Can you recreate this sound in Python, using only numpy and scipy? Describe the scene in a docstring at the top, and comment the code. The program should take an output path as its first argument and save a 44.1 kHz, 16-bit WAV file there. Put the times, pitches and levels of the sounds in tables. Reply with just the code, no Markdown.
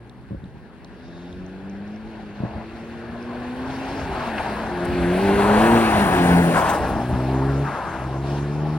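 """Soft bumps at a hand-held microphone and a low drone come first: a V6 pickup nears on a snowy forest road.
It passes close by just after six seconds and pulls away. The exhaust is a sum of engine orders with pulsed rasp.
Tyres on packed snow are banded noises that follow their bite; they splash, spin, scrub and throw snow and grit.
Delayed noise tails make the trees' echo, a moving delay the snowbank's. Wind puffs, ticks and rubs lie close by."""
import sys
import numpy as np
from scipy import signal
from scipy.fft import rfft, irfft, next_fast_len
from scipy.io import wavfile
from scipy.ndimage import map_coordinates

SR = 44100
rng = np.random.default_rng(int(sys.argv[2]) if len(sys.argv) > 2 else 0)


def waveform_to_disk(signal):
    """Save audio, clipped to [-1, 1], as 16-bit WAV at the path in sys.argv[1]."""
    frames = np.transpose(np.atleast_2d(signal))
    scaled = np.clip(frames, -1, 1) * 32767
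    samples = np.round(scaled).astype(np.int16)
    wavfile.write(sys.argv[1], SR, samples)


N = 387198

# Engine speed. Each row: time in seconds, firing rate of one cylinder bank in Hz.
BANK_FIRING = [(0.0, 58.3), (0.22, 64), (0.46, 73.56), (0.85, 82.8), (0.99, 82.1), (1.78, 99.6),
               (1.94, 106), (2.1, 110.7), (2.31, 102.1), (2.76, 112.7), (3.49, 123.3), (3.72, 131.6),
               (3.86, 132.5), (3.93, 137), (4.05, 133.3), (4.16, 125), (4.27, 117.5), (4.34, 108.5),
               (4.5, 100), (4.72, 88.2), (4.86, 87.9), (4.96, 89.1), (5.04, 85.9), (5.154, 91.2),
               (5.228, 98.4), (5.45, 101.3), (5.56, 106.1), (5.68, 114.7), (5.765, 116.7), (5.87, 109),
               (6.01, 100.6), (6.118, 91), (6.196, 88.16), (6.46, 85.83), (6.6, 80.5), (6.8, 68.35),
               (6.97, 62), (7.1, 61.83), (7.65, 70.6), (7.76, 72.13), (7.88, 66.9), (8.03, 64.4),
               (8.35, 71.1), (8.46, 71.4), (8.56, 74.3), (8.78, 77.2)]
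# Exhaust as the throttle opens and closes. Each row: time in seconds, level of the firing note in dB,
# lift of the orders above it in dB, extra lift of the odd ones among them in dB.
THROTTLE = [(0, -46, -7, -4), (0.7, -58.5, 1, 5), (1.15, -44.5, -1.5, 1), (1.45, -40, 5.5, -6.5),
            (1.7, -35.5, -6, 1.5), (1.88, -35, -12.5, 3), (2.1, -39.5, -2, 0), (2.3, -40.5, -4, 1),
            (2.7, -40.5, 0, 1.5), (3.3, -35, 4, -8), (3.6, -30.5, 3, -11), (3.98, -35, 13, -21),
            (4.06, -37.5, 13, -9), (4.125, -50, 12, 12), (4.18, -38.5, -4, -1), (4.34, -33, -4, -2),
            (4.43, -43, -6, -2), (4.5, -49, -11, -4), (4.6, -43, 2, 3), (4.72, -36.5, 8.5, -8),
            (5.05, -25.5, 5.5, -7.5), (5.4, -22, 7, -8), (5.54, -19.5, 3.5, -10), (5.66, -20, 4, 0),
            (5.77, -15.5, 5, -8.5), (5.88, -25, -6, 8), (6.02, -21.5, -9, -6), (6.14, -33, 10.5, -8),
            (6.22, -21.5, 1, 0), (6.38, -13.5, -15, 7.5), (6.56, -27, -5.5, 0.5), (6.65, -40, -3, -3),
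            (6.95, -38, 3.5, 4), (7.09, -26.5, -3, -0.5), (7.38, -24, -2, -2.5), (7.625, -21.5, -5, -10),
            (7.675, -31, -5.5, 0), (7.79, -44, -7, 1), (7.93, -42.5, -0.5, 6), (8.03, -31.5, -12.5, 7.5),
            (8.24, -27.5, -11, 5), (8.33, -25.5, -5.5, -0.5), (8.78, -24.5, -4.5, -2.5)]
# Resonances of the pipe. Each row: frequency in Hz, level against the firing note in dB.
PIPE_RESONANCES = [(68, -7), (85, -15.5), (115, -14), (200, -7.5), (250, 0), (305, -6.5), (340, -2),
                   (375, -8), (405, -5), (435, -13), (468, -15), (520, -21), (620, -28)]
# Spectra of noise. Each row: frequency in Hz, relative level of the third octave there in dB.
RASP_SPECTRUM = [(400, 8.5), (560, -4), (780, -10), (1050, -14), (1500, -26), (2200, -14.5), (3500, -39)]   # gas tearing out of the pipe
RUMBLE_SPECTRUM = [(25, -25), (38, -6), (52, 0.5), (85, 0.5), (130, -5.5), (200, -15), (400, -10.5)]
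BOOM_SPECTRUM = [(70, -20), (120, 1), (220, 3), (380, -2.5), (520, -7), (800, -43)]
ROAR_SPECTRUM = [(250, -3), (480, -3), (620, 2.5), (780, 2.5), (1000, -2), (1250, -7), (1550, -8.5),
                 (2000, -21), (3200, -53)]
CRUNCH_SPECTRUM = [(1000, -24), (1550, 9), (2000, 1.5), (2500, 2), (3200, -6.5), (4200, -7), (6000, -51)]
SCRUB_SPECTRUM = [(500, -6), (750, 5.5), (980, 4), (1250, 0), (1600, -10), (2100, -16), (3500, -55)]
GRIT_SPECTRUM = [(2500, 3.5), (3800, -1.5), (4600, 0.5), (5600, -6), (7000, -7), (10000, -30)]
SPRAY_SPECTRUM = [(4500, -28), (6500, 7), (8500, 7.5), (10300, 8.5), (12000, -4), (16000, 2.5)]
SHATTER_SPECTRUM = [(1800, -8), (2800, 3), (4200, -7), (6000, -3), (10000, -4), (15000, -14)]   # bursting lumps of snow
BUFFET_SPECTRUM = [(35, -25), (55, 1), (85, 0), (115, -17), (180, -5.5)]
RUSTLE_SPECTRUM = [(2700, -24), (3300, -2), (3700, -4), (4500, -2), (5800, -6), (7500, -31)]
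# Bite of the tyres on the snow, which drives the road noises. Each row: time in seconds, bite in dB.
TYRE_BITE = [(0.0, -63), (0.71, -62), (0.93, -58.5), (1.64, -56.5), (3.2, -50.5), (3.86, -44), (4.35, -42),
             (4.4, -40), (4.7, -43.5), (5.2, -37), (5.62, -32.5), (6.46, -36), (6.72, -37.5), (6.82, -40.5),
             (6.97, -43.5), (7.65, -45.5), (8.2, -48.5), (8.32, -46), (8.5, -49), (8.78, -49)]
# Bursts of tyre noise: a splash in a rut, wheelspin, sideways scrubs. Each row: start in seconds,
# end in seconds, level of the pitched noise in dB, its pitch in Hz, thrown grit level in dB,
# sag by the end of the burst in dB.
TYRE_BURSTS = [(2.428, 2.62, -39.5, 756, -80, 0.5), (3.701, 4.049, -49, 798.3, -49.5, -2),
               (4.149, 4.28, -31, 1000, -47, 1), (4.394, 4.84, -32.5, 918, -51, 7),
               (5.41, 6.397, -20.5, 903.2, -48, 5.5), (6.576, 6.731, -16.5, 1011, -40, 9),
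               (6.761, 7.019, -26, 800.6, -66, 4), (7.67, 8.04, -29, 1189, -63, 6),
               (8.279, 8.38, -41, 899, -50, 0)]
# Brief tones: a low one lingering after the throttle closes, a faint high whine.
# Each row: centre in seconds, half length in seconds, pitch in Hz, level in dB.
BRIEF_TONES = [(4.617, 0.18, 219, -34.5), (7.514, 0.12, 1355, -42.5)]
# Ice cracking under the tyres. Each row: time in seconds, relative level in dB.
ICE_CRACKS = [(4.3806, -23), (4.8535, -29), (6.5384, -25), (6.7003, -23), (7.1352, -37), (7.2966, -33),
              (8.253, -43)]
# Lumps flung from the tyres. Each row: centre in seconds, half length in seconds, level in dB.
SNOW_CLUMPS = [(4.855, 0.0072, -47), (6.59, 0.034, -36), (6.702, .018, -35), (6.752, 0.023, -42),
               (6.893, .02, -45), (7.092, .02, -52)]
# Lead of the left port while the truck is to the side. Each row: time in seconds, lead in ms.
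LEFT_LEAD = [(4.6, 0.00055), (5.3, 0.056), (5.9, 0.11), (6.45, 0.14), (6.85, 0.013)]
# Soft bumps on the microphone's housing. Each row: time in seconds, relative level in dB,
# hardness of the contact as its top frequency in Hz.
HOUSING_BUMPS = [(0.308, -20, 600), (0.318, -18.5, 450), (.328, -20, 2200), (.333, -22, 450),
                 (.346, -16.5, 650), (0.422, -31, 400), (0.436, -25, 500), (.457, -28, 300),
                 (0.544, -30, 400), (0.557, -34, 600), (0.569, -28, 400), (2.403, -16, 500),
                 (2.435, -9, 750), (2.453, -16, 550), (2.564, -27, 400)]
# Modes of the housing. Each row: frequency in Hz, mean relative level in dB, decay by 60 dB in seconds.
HOUSING_MODES = [(75, -28, .1), (126, -9, 0.14), (190, -5.5, 0.058), (287, -8.5, 0.025), (400, -25, 0.027),
                 (532, -17, 0.04)]
# Small ticks close by. Each row: time in seconds, relative peak in dB, pitch in Hz.
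NEAR_TICKS = [(0.096, -39, 3850), (0.441, -42.5, 3790), (0.4574, -51, 3750), (0.846, -36, 4000),
              (1.3275, -38, 3740), (1.4641, -41, 5960), (1.697, -41, 5770), (1.8777, -48, 5900),
              (1.9613, -46, 5400), (3.2272, -39, 5370)]
# Faint rubs close by. Each row: centre in seconds, half length in seconds, level of the hiss in dB.
NEAR_RUBS = [(1.208, 0.17, -60), (2.12, 0.086, -70)]
# Puffs of wind on the ports. Each row: centre in seconds, half length in seconds, level in dB.
WIND_PUFFS = [(.37, .016, -35), (0.465, 0.026, -39), (1.383, .08, -38), (2.571, 0.029, -30),
              (3.131, 0.054, -42), (3.92, .07, -38), (4.088, 0.068, -32.5), (4.919, 0.046, -25),
              (5.033, 0.049, -29.5), (5.371, 0.083, -32), (6.034, 0.11, -29.5), (6.353, 0.072, -35),
              (6.829, 0.04, -23.5), (6.965, 0.051, -24.5), (7.139, 0.026, -22.5), (7.9, 0.035, -37)]
# Colour of the two ports. 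Each row: frequency in Hz, left minus right in dB.
PORT_COLOUR = [(70, -0.5), (200, 1.25), (450, -0.6), (720, 3), (1150, 2), (1450, 7.5), (1900, 3.5),
               (2800, 0.5), (3800, -4), (5700, -2.5), (8000, 0)]
# Phase between the ports. Each row: frequency in Hz, lead of the left in radians.
PORT_LEAD_PHASE = [(100, 0), (1000, .25), (1300, .8), (1600, 0), (2400, -.3), (3300, -1.2), (4700, 0),
                   (5700, 1.6), (7150, 3.1), (9000, 6), (10300, 6.6), (12800, 9.4), (15200, 12.5)]
# Likeness of the noise at the two ports. Each row: frequency in Hz, likeness from 0 to 1.
PORT_LIKENESS = [(50, .84), (200, .98), (700, .95), (1400, .85), (2400, .85), (3500, .62), (5500, .4),
                 (9500, .8), (15000, .78)]

PASS_S, NEAREST_M, SPEED_M_PER_S = 6.3, 4.3, 8.9
SOUND_M_PER_S = 343
# The farther the truck, the more of its noise comes by way of the trees.
SCATTER_M, SCATTER_GROWTH, SCATTER_BEHIND_DB = 17, 0.4, -2.5
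BANK_DETOUR_M, BANK_ECHO_DB = 3.0, -24   # snowbank across the road
TYRES_USUAL_DB = -40
SPIN_DB_PER_OCTAVE = 3   # higher revs spin the wheels and throw more grit and snow
SCRUB_HZ = 987.3   # pitch at which the scrub noise plays unshifted
BURST_ATTACK_S, BURST_RELEASE_S = 0.057, 0.045
CONTACT_SPAN = 6.2   # ratio of the highest to the lowest pitch that a contact stirs
FLOOR_HISS_DB, AIR_DB = -75.5, -49   # least spray noise; air never quite still on the ports
CUTOFF_HZ = 15900


def from_db(db):
    """Amplitude gain is ten to the power of a twentieth of the decibels."""
    return 10 ** (np.asarray(db) / 20)


def rms_one(x):
    """Division by the root mean square gives unit power."""
    return x / np.sqrt(np.mean(x ** 2) + 1e-20)


def in_time(rows):
    """Linear interpolation gives each column of a curve at every sample."""
    s, *columns = np.transpose(rows)
    return [np.interp(np.arange(N) / SR, s, column) for column in columns]


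def at_hz(points, hz):
    """A spectrum is interpolated along logarithmic frequency."""
    table_hz, values = np.array(points).T
    return np.interp(np.log(hz + 1e-9), np.log(table_hz), values)


def swell(s, width_s):
    """A Gaussian rises and falls around one moment, down to 1/e at the half length."""
    return np.exp(-np.minimum(((np.arange(N) / SR - s) / width_s) ** 2, 50))


def drift(rate_hz):
    """Noise through two equal poles wanders slowly, with unit rms."""
    step = 40   # samples between slow values
    r = np.exp(-2 * np.pi * rate_hz * step / SR)
    chance = rng.standard_normal(N // step + 2002)
    slow = signal.lfilter([1], [1, -2 * r, r * r], chance)[2000:]   # skip the settling
    return np.interp(np.arange(N) / step, np.arange(len(slow)), rms_one(slow))


def low_pass(x, hz):
    """A second-order filter attenuates what lies above its corner."""
    return signal.sosfilt(signal.butter(2, min(hz, SR / 2 - 1), fs=SR, output="sos"), x)


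def band_pass(x, low_hz, high_hz, order=2):
    """A band-pass filter keeps what lies between two corners."""
    return signal.sosfilt(signal.butter(order, [low_hz, high_hz], "band", fs=SR, output="sos"), x)


def ring(clicks, hz, t60):
    """A two-pole resonator answers a unit click with a dying sine of initial height 1."""
    r, w = from_db(-60 / (t60 * SR)), 2 * np.pi * hz / SR
    return signal.lfilter([0, np.sin(w)], [1, -2 * r * np.cos(w), r * r], clicks + 1e-18)


def late(x, seconds):
    """A changing delay is a reading of the sound at shifted times."""
    return map_coordinates(x, [np.arange(N) - seconds * SR], order=3, mode="nearest")


def banded_noise(spectrum, patchy_db, width=1):
    """Partial coherence: third octaves flicker apart, mixed from middle and side (scaled by width); rms 1."""
    middle, sides, edges = 0, 0, 22 * 2 ** (np.arange(30) / 3)
    white = rng.standard_normal((2, 2, N))   # neighbouring bands take different noise
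    for k, (low, high) in enumerate(zip(edges, edges[1:])):
        hz = np.sqrt(low * high)
        if high > spectrum[0][0] and low < spectrum[-1][0]:
            mid, side = band_pass(white[k % 2], low, high)
            alike = np.clip(at_hz(PORT_LIKENESS, hz), 0, 1)
            gain = from_db(at_hz(spectrum, hz) + patchy_db * drift(9.7))
            middle = middle + gain * np.sqrt(1 + alike) * mid
            sides = sides + gain * np.sqrt(1 - alike) * side
    return rms_one(middle + width * sides * np.array([[1], [-1]]))


def grains(per_s, share):
    """Shot noise: snow clumps crack at random and give a share of a noise's power."""
    heights = from_db(2.5 * np.minimum(rng.exponential(1, N), 5))
    hits = (rng.random(N) < per_s / SR) * heights
    power = signal.lfilter([1], [1, -np.exp(-1 / (0.0018 * SR))], hits ** 2 + 1e-18)
    share = np.clip(share, 0, 1)
    return np.sqrt(1 - share + share * power / power.mean())


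def passing():
    """Straight-line motion: how far the truck is alongside (0-1), tail towards us (0-1), and distant (m)."""
    along_m = SPEED_M_PER_S * (np.arange(N) / SR - PASS_S)
    distance_m = np.hypot(NEAREST_M, along_m)
    return (NEAREST_M / distance_m) ** 2, (1 + along_m / distance_m) / 2, distance_m


def truck():
    """Superposition: exhaust, tyres and thrown snow add, reaching the nearer port first."""
    bank_hz, = in_time(BANK_FIRING)
    lead_ms, = in_time(LEFT_LEAD)
    _, behind, distance_m = passing()
    scatter = (distance_m / SCATTER_M) ** SCATTER_GROWTH * from_db(SCATTER_BEHIND_DB * behind)
    turn = 2 * np.pi * np.cumsum(bank_hz * (1 + 0.003 * drift(9.6))) / SR
    ruts = from_db(0.55 * drift(10))   # the tyres' load changes on the rutted snow
    # once the open pipe faces the microphone its pulses arrive sharp
    exhaust = drone(turn, order_levels(bank_hz, count=6), waver_db=0.7, uneven=0.09,
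                    pipe_hz=620, dispersion=0.6 - 0.47 * behind)
    echo = from_db(-17) * forest(exhaust, t60=0.7, dull_hz=900)
    road = snowbank(roar(scatter) + crunch(scatter) * ruts + tyre_bursts(scatter), distance_m)
    body = exhaust + rasp(turn, scatter) + echo + rumble() + boom(scatter) + road
    body = body + brief_tones(wobble=0.008)
    left, right = body + cracks(t60=0.069, level_db=-4.5)
    thrown = grit_and_spray(bank_hz) * ruts + clumps()
    return np.array([late(left, -lead_ms / 1000), right]) + thrown


def order_levels(bank_hz, count):
    """Resonance: order 2 is the firing note; the others swell as they cross the pipe's resonances."""
    note_db, lift_db, odd_db = in_time(THROTTLE)
    levels_db = []
    for k in range(1, count + 1):
        pipe_db = (k != 2) * at_hz(PIPE_RESONANCES, k * bank_hz)
        throttle_db = (k > 2) * (lift_db + (k % 2) * odd_db)
        levels_db.append(note_db + pipe_db + throttle_db)
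    return levels_db


def drone(turn, levels_db, waver_db, uneven, pipe_hz, dispersion):
    """Harmonic series of banks firing in turn; the pipe disperses each pulse and swallows high orders."""
    out = 0
    for k, level_db in enumerate(levels_db, 1):
        height = np.sqrt(2) * from_db(level_db + waver_db * drift(6.7))
        out = out + height * np.cos(k * turn - dispersion * k * k)
    out = out * (1 + uneven * drift(56))   # no two firings are equally strong
    return signal.sosfilt(signal.butter(4, pipe_hz, fs=SR, output="sos"), out)


def puffs(turn, sharpness):
    """Periodic flow: gas leaves in one puff per firing, one bank a little stronger."""
    return rms_one(np.exp(sharpness * (np.cos(2 * turn) + 0.12 * np.cos(turn))))


def rasp(turn, width):
    """Amplitude modulation: turbulent gas hisses in step with the firings."""
    note_db, _, _ = in_time(THROTTLE)
    noise = banded_noise(RASP_SPECTRUM, patchy_db=4.5, width=width)
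    return from_db(note_db - 16.0) * noise * puffs(turn, sharpness=1.1)


def brief_tones(wobble):
    """Slightly unsteady sines under Gaussian envelopes give a lingering low tone and a faint high whine."""
    clock = np.cumsum(1 + wobble * drift(13.3)) / SR
    out = 0
    for s, width_s, hz, db in BRIEF_TONES:
        out = out + from_db(db) * swell(s, width_s) * np.sqrt(2) * np.cos(2 * np.pi * hz * clock)
    return out


def road_gain(level_db, follows, alongside_db, behind_db):
    """Directivity: a road noise follows the tyres' bite and differs to the side and to the rear."""
    bite_db, = in_time(TYRE_BITE)
    alongside, behind, _ = passing()
    bite_gain_db = follows * (bite_db - TYRES_USUAL_DB)
    return from_db(level_db + bite_gain_db + alongside_db * alongside + behind_db * behind)


def rumble():
    """Broadband excitation: the lowest road noise follows the tyres' bite."""
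    gain = road_gain(level_db=-36.0, follows=0.88, alongside_db=-0.5, behind_db=0.0)
    return gain * banded_noise(RUMBLE_SPECTRUM, patchy_db=1.5)


def boom(width):
    """Cavity sound: body and wheel wells boom, strongest alongside."""
    gain = road_gain(level_db=-35.5, follows=0.59, alongside_db=9.0, behind_db=-1.9)
    return gain * banded_noise(BOOM_SPECTRUM, patchy_db=2.0, width=width)


def roar(width):
    """Granular contact: tyres on packed snow make mid-range noise with a share of cracks."""
    gain = road_gain(level_db=-29.5, follows=1.096, alongside_db=-0.5, behind_db=4)
    return gain * banded_noise(ROAR_SPECTRUM, patchy_db=2.5, width=width) * grains(per_s=360, share=0.13)


def crunch(width):
    """Granular fracture: denser cracks brighten the noise of the snow."""
    gain = road_gain(level_db=-36.0, follows=1.0, alongside_db=6.0, behind_db=-6.5)
    return gain * banded_noise(CRUNCH_SPECTRUM, patchy_db=1.4, width=width) * grains(per_s=760, share=0.2)


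def tyre_bursts(width):
    """Enveloped noise: splash, wheelspin and scrubs rise, sag or grow and let go; resampling sets the pitch."""
    t, scrub_gain, grit_gain, pitches = np.arange(N) / SR, 0, 0, []
    for start, end, scrub_db, hz, grit_db, sag_db in TYRE_BURSTS:
        heights = [0, 1, from_db(-sag_db), 0]
        envelope = np.interp(t, [start - BURST_ATTACK_S, start, end, end + BURST_RELEASE_S], heights)
        scrub_gain = scrub_gain + from_db(scrub_db) * envelope
        grit_gain = grit_gain + from_db(grit_db) * envelope
        pitches += [(start, hz), (end, hz)]
    pitch_hz, = in_time(pitches)
    travel = np.cumsum(pitch_hz / SCRUB_HZ) % (N - 1)   # reading position in samples
    noise = banded_noise(SCRUB_SPECTRUM, patchy_db=1.0, width=width)
    scrub = np.array([map_coordinates(side, [travel], order=3) for side in noise])
    grit = banded_noise(GRIT_SPECTRUM, patchy_db=3.0) * grains(per_s=1700, share=0.28)
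    return scrub_gain * scrub * grains(per_s=180, share=0.13) + grit_gain * grit


def snowbank(x, distance_m):
    """Comb filtering: the bank's echo lags most as the truck goes by, so colour sweeps down and up again."""
    detour_m = np.sqrt(distance_m ** 2 + BANK_DETOUR_M * (BANK_DETOUR_M + 2 * NEAREST_M)) - distance_m
    echo = np.array([late(side, detour_m / SOUND_M_PER_S) for side in x])
    return x + from_db(BANK_ECHO_DB) * echo


def cracks(t60, level_db):
    """Brittle fracture: a crust of ice gives way in a short, dying burst of crunch."""
    s, db = np.transpose(ICE_CRACKS)
    breaks = np.zeros(N)
    breaks[(s * SR).astype(int)] = from_db(db + level_db)
    dying = signal.lfilter([1], [1, -np.exp(-np.log(1000) / (t60 * SR))], breaks + 1e-18)
    return low_pass(dying * banded_noise(CRUNCH_SPECTRUM, patchy_db=2.5), 5000)


def grit_and_spray(bank_hz):
    """Many small impacts: thrown grit and finer snow follow bite and revs, above a floor of hiss."""
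    spin = from_db(SPIN_DB_PER_OCTAVE * np.log2(bank_hz / bank_hz.mean()))
    grit_gain = spin * road_gain(level_db=-51.0, follows=0.86, alongside_db=-3.0, behind_db=8.5)
    grit = grit_gain * banded_noise(GRIT_SPECTRUM, patchy_db=2.0) * grains(per_s=1900, share=0.17)
    spray_gain = spin * road_gain(level_db=-54.5, follows=1.55, alongside_db=6.5, behind_db=5.0)
    spray_gain = np.hypot(spray_gain, from_db(FLOOR_HISS_DB))
    spray = spray_gain * banded_noise(SPRAY_SPECTRUM, patchy_db=1.2) * grains(per_s=2500, share=0.14)
    return grit + spray


def clumps():
    """Fragmentation: lumps of snow fly off the tyres and burst into coarse, bright grains."""
    bursting = sum(from_db(db) * swell(s, width_s) for s, width_s, db in SNOW_CLUMPS)
    return bursting * banded_noise(SHATTER_SPECTRUM, patchy_db=4.0) * grains(per_s=530, share=0.5)


def forest(x, t60, dull_hz):
    """Multiple scattering: trunks return a dull, dying echo, different on each side."""
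    t = np.arange(SR) / SR
    decay = np.exp(-np.log(1000) * t / t60) * (t > 0.03)
    middle, side = low_pass(rng.standard_normal((2, SR)), dull_hz) * decay
    echoes = middle + 0.35 * side * np.array([[1], [-1]])
    wet = signal.fftconvolve(x[None], echoes, axes=1)[:, :N]
    return rms_one(wet) * np.std(x)


def bumps(port_lag_s):
    """Modal excitation: a contact rings the housing, thinner and brighter if harder; the right port lags."""
    out, push = np.zeros(N), signal.unit_impulse(SR // 4)
    for s, db, contact_hz in HOUSING_BUMPS:
        body = 0
        for hz, level_db, t60 in HOUSING_MODES:
            body = body + from_db(db + level_db + rng.normal(0, 1)) * ring(push, hz, t60)
        start = int(s * SR)
        out[start:start + len(push)] += band_pass(body, contact_hz / CONTACT_SPAN, contact_hz, order=2)
    return np.array([out, late(out, port_lag_s)])


def ticks(t60, level_db, edge_db):
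    """Transients: a few milliseconds of noise around one pitch, with a fainter broad edge."""
    out, t = np.zeros(N), np.arange(SR // 20) / SR
    for s, db, hz in NEAR_TICKS:
        burst = rng.standard_normal(len(t)) * np.exp(-np.log(1000) * t / t60)
        edge = from_db(edge_db) * band_pass(burst, 2800, 7500)
        snap = edge + band_pass(burst, hz * 0.88, hz * 1.11, order=4)
        start = int(s * SR)
        out[start:start + len(t)] += from_db(db + level_db) * snap / np.abs(snap).max()
    return out


def rustle(squeak_hz, t60, squeak_db):
    """Friction: faint rubs give hiss with a thin, noise-driven resonance in it."""
    squeak = from_db(squeak_db) * rms_one(ring(rng.standard_normal(N), squeak_hz, t60))
    rubbing = sum(from_db(db) * swell(s, width_s) for s, width_s, db in NEAR_RUBS)
    return rubbing * (banded_noise(RUSTLE_SPECTRUM, patchy_db=3.0) + squeak)


def wind(width):
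    """Turbulent pressure: a faint low flutter stays on the ports, and puffs swell and die over it."""
    puffing = sum(from_db(db) * swell(s, width_s) for s, width_s, db in WIND_PUFFS)
    gusts = puffing * banded_noise(BUFFET_SPECTRUM, patchy_db=0.5)
    return gusts + from_db(AIR_DB) * banded_noise(BUFFET_SPECTRUM, patchy_db=-1.0, width=width)


def scene():
    """Superposition: the truck on the road and the small sounds near the microphone add."""
    nearby = bumps(port_lag_s=0.00041) + ticks(t60=0.0059, level_db=-2, edge_db=-17)
    nearby = nearby + rustle(squeak_hz=3670, t60=0.007, squeak_db=1.0)
    return truck() + wind(width=6.8) + nearby


def record(dry):
    """Linear filtering: the two ports differ in colour and phase, and the top is cut."""
    size = next_fast_len(N + SR // 10)
    hz = np.arange(size // 2 + 1) * SR / size
    tilt = from_db(at_hz(PORT_COLOUR, hz) / 2)   # half the difference on each port
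    ports = np.array([tilt * np.exp(1j * at_hz(PORT_LEAD_PHASE, hz)), 1 / tilt])
    soft_ends = np.interp(np.arange(N), [0, 200, N - 200, N], [0, 1, 1, 0])
    heard = irfft(rfft(dry * soft_ends, size) * ports, size)[:, :N]
    return signal.sosfilt(signal.ellip(12, 0.1, 90, CUTOFF_HZ, fs=SR, output="sos"), heard)


dry = scene()
out = record(dry)
waveform_to_disk(out)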